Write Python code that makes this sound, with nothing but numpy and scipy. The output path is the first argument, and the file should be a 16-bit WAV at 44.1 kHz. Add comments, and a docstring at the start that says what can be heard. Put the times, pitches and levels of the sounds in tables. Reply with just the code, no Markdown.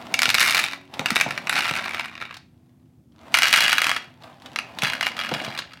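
"""From the start a far engine drones over low room noise, and a gripped plastic pouch rustles and crinkles.
Dry cat food soon drops into one plastic cup, then from about 3.3 s into a second: pellets click and ring it.
Streams of small hits patter and grow duller as food heaps up; the pouch gives dull bumps and snaps throughout.
Clicks, rustle and bumps are shaped noise; cup rings and engine are sines; a hard-walled room answers."""
import sys
import numpy as np
from scipy import signal
from scipy.fft import rfft, irfft
from scipy.io import wavfile
from scipy.ndimage import uniform_filter1d, minimum_filter1d

SR = 44100
rng = np.random.default_rng(int(sys.argv[2]) if len(sys.argv) > 2 else 0)


def unload_audio(sound):
    """Save the sound as a 16-bit wav file, at the path given as the first command line argument."""
    columns = np.transpose(np.atleast_2d(sound))
    # keep every value between -1 and 1, then stretch to whole-number steps
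    steps = np.round(np.clip(columns, -1, 1) * 32767)
    wavfile.write(sys.argv[1], SR, steps.astype(np.int16))


N = 255780  # length in samples

# colour of the still air in the room: (frequency [Hz], relative level [dB])
AIR_SPECTRUM = [(25, -30), (50, -14), (80, -2), (130, 0), (220, -5.5), (330, -12), (450, -22.5),
                (700, -26.5), (1000, -35), (1600, -40), (7000, -43.5), (16000, -45.5)]
# a far engine pulling through its gears: (time [s], firing rate [Hz])
ENGINE_RATE = [(0, 81), (.45, 79), (.65, 91), (.95, 94), (1.5, 71), (2.9, 85), (3.15, 77), (4.7, 86),
               (5.8, 85)]
# the engine's tones: (multiple of the firing rate [], level at the start [dB])
ENGINE_TONES = [(3, -50), (4, -56)]
# the hand shifts its grip and the pouch rubs: (time [s], length [s], relative level [dB])
GRIPS = [(0, .62, -37.5), (.95, 0.97, -37.5), (2.5, 0.4, -69), (3.22, 0.13, -45.5), (3.33, 0.57, -39.5),
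         (4.24, 0.011, -42.5), (4.43, 0.39, -43.5), (4.78, .45, -38.5), (5.3, .15, -34)]
# colour of the rubbing film: (frequency [Hz], relative level [dB])
RUSTLE_SPECTRUM = [(60, -26), (130, -2), (260, 4.5), (430, -6), (700, 5), (1400, -6), (3500, -13),
                   (6000, -25), (16000, -34.5)]
# colour of a snap or tiny tick of the film: (frequency [Hz], relative level [dB])
SNAP_SPECTRUM = [(400, -11), (1000, 2.5), (2300, 1), (3300, 4), (4500, 0), (7000, -12), (16000, -24)]
# single pellet hits that stand out from the patter, loud and soft: (time [s], relative level [dB])
SINGLE_PELLETS = [(0.141, -2), (0.191, -2.5), (0.219, -2.5), (0.232, -1), (0.256, -2), (0.291, -4),
                  (0.302, -3.5), (0.344, -1), (0.35, -4), (0.383, -2.5), (0.41, -5), (0.547, -3.5),
                  (0.569, -6), (0.64, -6), (0.734, -14.5), (0.994, -10.5), (1.059, -3.5), (1.086, -16.5),
                  (1.105, -4.5), (1.158, -3), (1.165, -2), (1.2, -6.5), (1.211, 0.5), (1.308, -10.5),
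                  (1.377, -9.5), (1.471, -11), (1.495, -3.5), (1.627, -15), (1.946, -11.5), (1.996, -9),
                  (2.215, -17), (2.224, -16), (2.253, -21.5), (2.309, -23.5), (3.342, 4), (3.35, -3),
                  (3.372, -4), (3.387, -2.5), (3.421, -1.5), (3.432, 2.5), (3.528, 4), (3.538, 2.5),
                  (3.585, -5.5), (3.607, -3), (3.648, -8), (3.68, -4), (3.729, 0), (3.782, -1),
                  (3.818, -2.5), (3.843, -5.5), (3.868, -4), (3.894, -5.5), (3.915, -4.5), (3.964, -8),
                  (4.56, -9), (4.588, -8), (4.821, -8.5), (4.835, -6), (4.934, -10), (5.01, -6.5),
                  (5.028, -9), (5.067, -4.5)]
# colour of a pellet's click: (frequency [Hz], relative level [dB])
CLICK_SPECTRUM = [(100, -47), (430, -31), (650, -5), (1000, 0.5), (1400, 6), (2400, 9.5), (2900, 3),
                  (3250, -4.5), (4200, -3.5), (7000, -16), (11000, -18.5), (16000, -27.5)]
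# resonances of the first cup: (frequency [Hz], width [Hz], relative level [dB])
# the decay treats any width below 70 Hz as 70 Hz, in both cups
RIGHT_CUP_MODES = [(670, 71, -13.5), (1372, 60, -1), (1590, 45, -13), (2310, 60, 7.5), (2546, 41, -5),
                   (2808, 36, 2), (3720, 240, 3), (4300, 250, -18)]
# dull bumps of the shaken pouch: (time [s], peak of the low thud [dB],
# hollow part against the thud, before a shared lift of 7 dB [dB])
BUMPS = [(0.279, -27, -3), (0.993, -23, -4.5), (1.014, -38.5, 9.5), (1.113, -21, -20), (1.263, -25, 2),
         (1.279, -32.5, 3), (1.71, -25.5, -3), (4.83, -23.5, -3.5), (5.316, -21, -4), (5.357, -31, -21),
         (5.478, -30.5, -3)]
# each tip of the pouch lets a slug of food slide out: (time [s], length [s], relative level [dB])
POURS = [(.28, .09, -29), (.39, .28, -18), (1.1, .24, -33), (1.52, .8, -22), (3.35, .03, -26),
         (3.435, .035, -19), (3.54, .18, -17), (3.78, .17, -26), (4.835, .055, -23.5), (4.94, .015, -32),
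         (5.02, .04, -27), (5.19, .42, -28), (5.71, .025, -42)]
# the pouch buckles with a snap: (time [s], peak level [dB])
SNAPS = [(0.939, -24), (2.342, -27), (2.368, -28.5), (3.121, -54), (4.236, -35), (4.421, -33), (4.46, -27),
         (4.787, -16), (5.167, -19), (5.339, -11), (5.447, -20.5), (5.576, -20), (5.589, -14.5),
         (5.734, -32)]
# resonances of the second cup: (frequency [Hz], width [Hz], relative level [dB])
LEFT_CUP_MODES = [(633, 41, -16), (1280, 30, -4.5), (1649, 22, 2.5), (2100, 52, -5), (2850, 47, 5.5),
                  (3310, 52, 1), (4007, 57, -5.5), (4730, 150, -9.5)]
# how long the room's echo lasts: (frequency [Hz], time to fall 60 dB [s])
ROOM_DECAY = [(150, 0.41), (700, 0.26), (2500, 0.35), (6000, 0.28), (15000, 0.065)]

RECEDE_DB_PER_S = 3  # the engine draws away
GRIP_RISE_DB_PER_S, GRIP_EASE_DB_PER_S, GRIP_STOP_DB_PER_S = 260, 1, 68.5
CRINKLE_DB, CRINKLE_SPREAD_DB = -1.5, 6.5  # weakest tick against the grip, scatter above it
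BOUNCE_S, BOUNCE_LOSS_DB = .009, 14  # mean time to the hop's landing, and its loss of level
CRACK_S, CRACK_DB = .004, 1.5  # first instant of contact: time to fall 60 dB, level over the rest
HEAP_DB_PER_S = 12  # food covers the plastic: treble lost per second of pouring
SOFTENING = 0.55  # share of that loss that also reaches the upper middle
# a slug arrives almost at once, thins out, then trickles off
POUR_RISE_DB_PER_S, POUR_THIN_DB_PER_S, POUR_STOP_DB_PER_S = 901.5, 29.5, 220
CROWDING = .28  # landings per second grow as the flow's amplitude to this power
SWITCH_S = 3  # hits and pours after this time belong to the second cup
LIMIT_DB, LIMIT_S = -.6, .001  # limiter ceiling, and its reach to either side
TOP_HZ = 15900  # the microphone's band limit


def amp(db):
    """Turn decibels into a gain."""
    return 10 ** (np.asarray(db) / 20)


def unit(x):
    """Scale each row to an average strength (rms) of 1."""
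    return x / np.sqrt(np.mean(x ** 2, axis=-1, keepdims=True) + 1e-20)


def crest(x):
    """Scale each row to a peak of 1."""
    return x / (np.abs(x).max(axis=-1, keepdims=True) + 1e-12)


def along(points, hz):
    """Read a (frequency, value) curve on a logarithmic frequency axis."""
    f, v = np.transpose(points)
    return np.interp(np.log(hz + 1), np.log(f + 1), v)


def at(rows, s):
    """Read a (time, value) curve at the times s."""
    return np.interp(s, *np.transpose(rows))


def coloured(x, spectrum, size=1024):
    """Filter each row to this spectrum, with no sound ahead of its cause (minimum phase)."""
    log_gain = np.log(amp(along(spectrum, np.fft.rfftfreq(size, 1 / SR))))
    cepstrum = irfft(log_gain)
    # folding the cepstrum forward puts the filter's energy at its start
    cepstrum[1:size // 2] *= 2
    cepstrum[size // 2 + 1:] = 0
    kernel = irfft(np.exp(rfft(cepstrum)))
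    return signal.fftconvolve(x, kernel[None], axes=1)[:, :x.shape[1]]


def filtered(x, order, hz, kind="lowpass"):
    """Keep one side of a frequency, or the band between two."""
    return signal.sosfilt(signal.butter(order, hz, kind, fs=SR, output="sos"), x)


def hiss(spectrum):
    """Steady noise of this colour and rms 1."""
    gain = amp(along(spectrum, np.fft.rfftfreq(N, 1 / SR)))
    return unit(irfft(rfft(rng.standard_normal(N)) * gain, N))


def bursts(times, t, t60):
    """One puff of noise per event, falling 60 dB in t60 seconds."""
    return rng.standard_normal((len(times), len(t))) * amp(-60 * t / t60)


def placed(times, sounds):
    """Lay each row of sound out at its own time and add them up."""
    start = np.round(np.abs(times) * SR).astype(int)
    index = start[:, None] + np.arange(sounds.shape[1])
    return np.bincount(index.ravel(), sounds.ravel(), N)[:N]


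def gestures(rows, rise, sag, stop):
    """Gain of strokes that rise to their start, sag while they last, then stop (slopes in dB per second)."""
    clock = np.arange(N) / SR
    curves = []
    for s, length, level in rows:
        before = rise * np.maximum(s - clock, 0)
        while_on = sag * np.clip(clock - s, 0, length)
        after = stop * np.maximum(clock - s - length, 0)
        curves.append(level - before - while_on - after)
    return amp(np.max(curves, axis=0))


def during(rows, start, end):
    """The events that begin between two times."""
    return np.array([row for row in rows if start < row[0] < end])


def background():
    """Low room noise, and a far engine: sines that follow its drifting speed and waver as it draws away."""
    clock = np.arange(N) / SR
    turns = np.cumsum(at(ENGINE_RATE, clock)) / SR
    drone = np.zeros(N)
    for multiple, db in ENGINE_TONES:
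        waver = 1 + .2 * hiss([(2, 0), (12, -40), (100, -120)])
        drone += amp(db) * waver * np.sin(2 * np.pi * multiple * turns)
    return drone * amp(-RECEDE_DB_PER_S * clock) + amp(-55.0) * hiss(AIR_SPECTRUM)


def grip_effort():
    """How strongly the hand works the pouch, as a gain per sample."""
    return gestures(GRIPS, GRIP_RISE_DB_PER_S, GRIP_EASE_DB_PER_S, GRIP_STOP_DB_PER_S)


def rub(effort):
    """The film rubs in uneven grains: noise whose level keeps drifting to a new random value every 3 ms."""
    clock = np.arange(N) / SR
    knots = np.arange(0, N / SR, .003)
    grain = amp(3.1 * np.interp(clock, knots, rng.standard_normal(len(knots))))
    rustle = coloured((grain * rng.standard_normal(N))[None], RUSTLE_SPECTRUM)[0]
    return amp(-3.0) * effort * unit(rustle)


def crinkles(effort, count=170, size=512):
    """Tiny creases give way at random moments, ticking in step with the strength of the grip."""
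    place, chance = rng.uniform(.001, .999, (count, 2)).T
    s = place * N / SR
    # most ticks are weak, a few much stronger
    db = CRINKLE_DB + CRINKLE_SPREAD_DB * np.minimum(-np.log(chance), 2)
    ticks = crest(coloured(bursts(s, np.arange(size) / SR, t60=0.007), SNAP_SPECTRUM))
    strength = amp(db) * effort[(s * SR).astype(int)]
    return placed(s, strength[:, None] * ticks)


def muffling(pours, times):
    """Treble lost (dB) to the food that has heaped up by these times."""
    return HEAP_DB_PER_S * sum(np.clip(times - s, 0, length) for s, length, _ in pours)


def landings(times, cup, bare_db, heap_db, click_t60, ring_db, size=1500):
    """Pellet hits: a hard click, and the cup's modes, stirred differently at each spot."""
    t = np.arange(size) / SR
    hz, width, db = np.transpose(cup)
    # a wider resonance dies faster
    decay = np.exp(-np.pi * np.maximum(width, 70)[:, None] * t)
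    modes = np.sin(2 * np.pi * hz[:, None] * t) * decay
    ring = (rng.standard_normal((len(times), len(hz))) * amp(db) * np.sqrt(width)) @ modes
    contact = bursts(times, t, click_t60) + amp(CRACK_DB) * bursts(times, t, CRACK_S)
    click = coloured(contact, CLICK_SPECTRUM)
    body = filtered(click, 4, 5000)
    treble = filtered(click, 4, 5000, "highpass")
    knock = unit(body) + amp(ring_db) * unit(ring)
    # heaped food cushions the landing
    dull = filtered(knock, 1, 1100)
    knock = dull + amp(-SOFTENING * heap_db)[:, None] * (knock - dull)
    # plastic damps the treble first
    treble = treble * amp(-60 * t / 0.051)
    # a pellet that lands on its edge clicks brighter than one that lands flat
    treble_db = bare_db - heap_db + 3 * rng.standard_normal(len(times))
    return unit(knock) + amp(treble_db)[:, None] * unit(treble)


def pellets(hits, pours, cup, gain_db, bare_db, ring_db):
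    """Single pellets that stand out from the patter: each hits and hops once, landing again more softly."""
    s, db = hits.T
    s = np.concatenate([s, s + BOUNCE_S * rng.uniform(.5, 1.5, len(s))])
    db = np.concatenate([db, db - BOUNCE_LOSS_DB])
    clicks = landings(s, cup, bare_db, muffling(pours, s), click_t60=0.019, ring_db=ring_db)
    return placed(s, amp(db + gain_db)[:, None] * unit(clicks))


def bumps(size=4096):
    """The shaken pouch bumps dully: a low thud and a hollow middle part, both short bands of noise."""
    t = np.arange(size) / SR
    s, db, hollow_db = np.transpose(BUMPS)
    thud = crest(filtered(bursts(s, t, t60=0.046), 2, [119, 268], "bandpass"))
    hollow = crest(filtered(bursts(s, t, t60=0.04), 2, [480, 950], "bandpass"))
    both = thud + amp(hollow_db + 7.0)[:, None] * hollow
    return placed(s, amp(db)[:, None] * both)


def stream(pours, cup, gain_db, bare_db, ring_db, count):
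    """Many small landings: crowded in a full flow, single ticks in a thin one."""
    flow = gestures(pours, POUR_RISE_DB_PER_S, POUR_THIN_DB_PER_S, POUR_STOP_DB_PER_S)
    # expected landings in each sample
    density = flow ** CROWDING
    density = density * count / density.sum()
    # each pellet falls when the running count reaches its slightly shuffled turn
    turn = np.clip(np.arange(count) + rng.uniform(-.5, 1.5, count), .5, count - .5)
    index = np.searchsorted(np.cumsum(density), turn)
    s = index / SR
    weight = unit(amp(6.5 * np.clip(rng.standard_normal(count), -2, 1.3)))
    hits = unit(landings(s, cup, bare_db, muffling(pours, s), click_t60=0.021, ring_db=ring_db))
    # together the hits have the power that the flow asks for
    strength = weight * flow[index] / np.sqrt(density[index] * hits.shape[1])
    return amp(gain_db) * placed(s, hits * strength[:, None])


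def right_cup():
    """The first helping: single pellets and streams strike the right cup's resonances."""
    hits, pours = during(SINGLE_PELLETS, 0, SWITCH_S), during(POURS, 0, SWITCH_S)
    singles = pellets(hits, pours, RIGHT_CUP_MODES, gain_db=-19.5, bare_db=-7, ring_db=-1.0)
    return singles + stream(pours, RIGHT_CUP_MODES, gain_db=0.5, bare_db=-5.5, ring_db=-3, count=380)


def snaps(size=4096):
    """The film buckles at its creases: short bright bursts of noise."""
    s, db = np.transpose(SNAPS)
    cracks = coloured(bursts(s, np.arange(size) / SR, t60=0.035), SNAP_SPECTRUM)
    return placed(s, amp(db)[:, None] * crest(cracks))


def left_cup():
    """The second helping: single pellets and streams strike the left cup's resonances."""
    hits, pours = during(SINGLE_PELLETS, SWITCH_S, N / SR), during(POURS, SWITCH_S, N / SR)
    singles = pellets(hits, pours, LEFT_CUP_MODES, gain_db=-19.5, bare_db=-8.5, ring_db=-6.0)
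    return singles + stream(pours, LEFT_CUP_MODES, gain_db=0, bare_db=-9, ring_db=-1.0, count=380)


def tail():
    """A diffuse room response of energy 1: noise that dies at its own pace in each frequency band."""
    hz, t, z = signal.stft(rng.standard_normal(SR * 2 // 3), SR, nperseg=256)
    colour_db = along([(200, -2.5), (2500, -2.5), (6000, -1.5), (14000, 0.0)], hz)
    fade_db = 60 * t / along(ROOM_DECAY, hz)[:, None]
    echo = signal.istft(z * amp(colour_db[:, None] - fade_db), SR, nperseg=256)[1]
    # the echo swells in over about a millisecond
    echo *= 1 - np.exp(-np.arange(len(echo)) / SR / 0.00063)
    return echo / np.linalg.norm(echo)


def room(x, size=6000):
    """The room's echo: each short stretch gets a freshly drawn noise tail, so no fixed tones build up."""
    wet = np.zeros(N + SR)
    for start in range(0, N, size):
        echo = signal.fftconvolve(x[start:start + size], tail())
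        wet[start:start + len(echo)] += echo
    return wet[:N]


def scene():
    """The pouch and both helpings, with the room's answer, over the background."""
    effort = grip_effort()
    pouch = rub(effort) + crinkles(effort) + bumps() + snaps()
    near = pouch + right_cup() + left_cup()
    return (near + amp(-10.0) * room(near) + background())[None]


def record(dry):
    """A fast limiter holds the loudest peaks; the small microphone drops deep bass and the highest treble."""
    span = 2 * round(LIMIT_S * SR) + 1
    needed = np.minimum(1, amp(LIMIT_DB) / (np.abs(dry) + 1e-9))
    held = dry * uniform_filter1d(minimum_filter1d(needed, span), span)
    thin = filtered(held, 4, 62, "highpass")
    return irfft(rfft(thin) * (np.fft.rfftfreq(N, 1 / SR) < TOP_HZ), N)


dry = scene()
out = record(dry)
unload_audio(out)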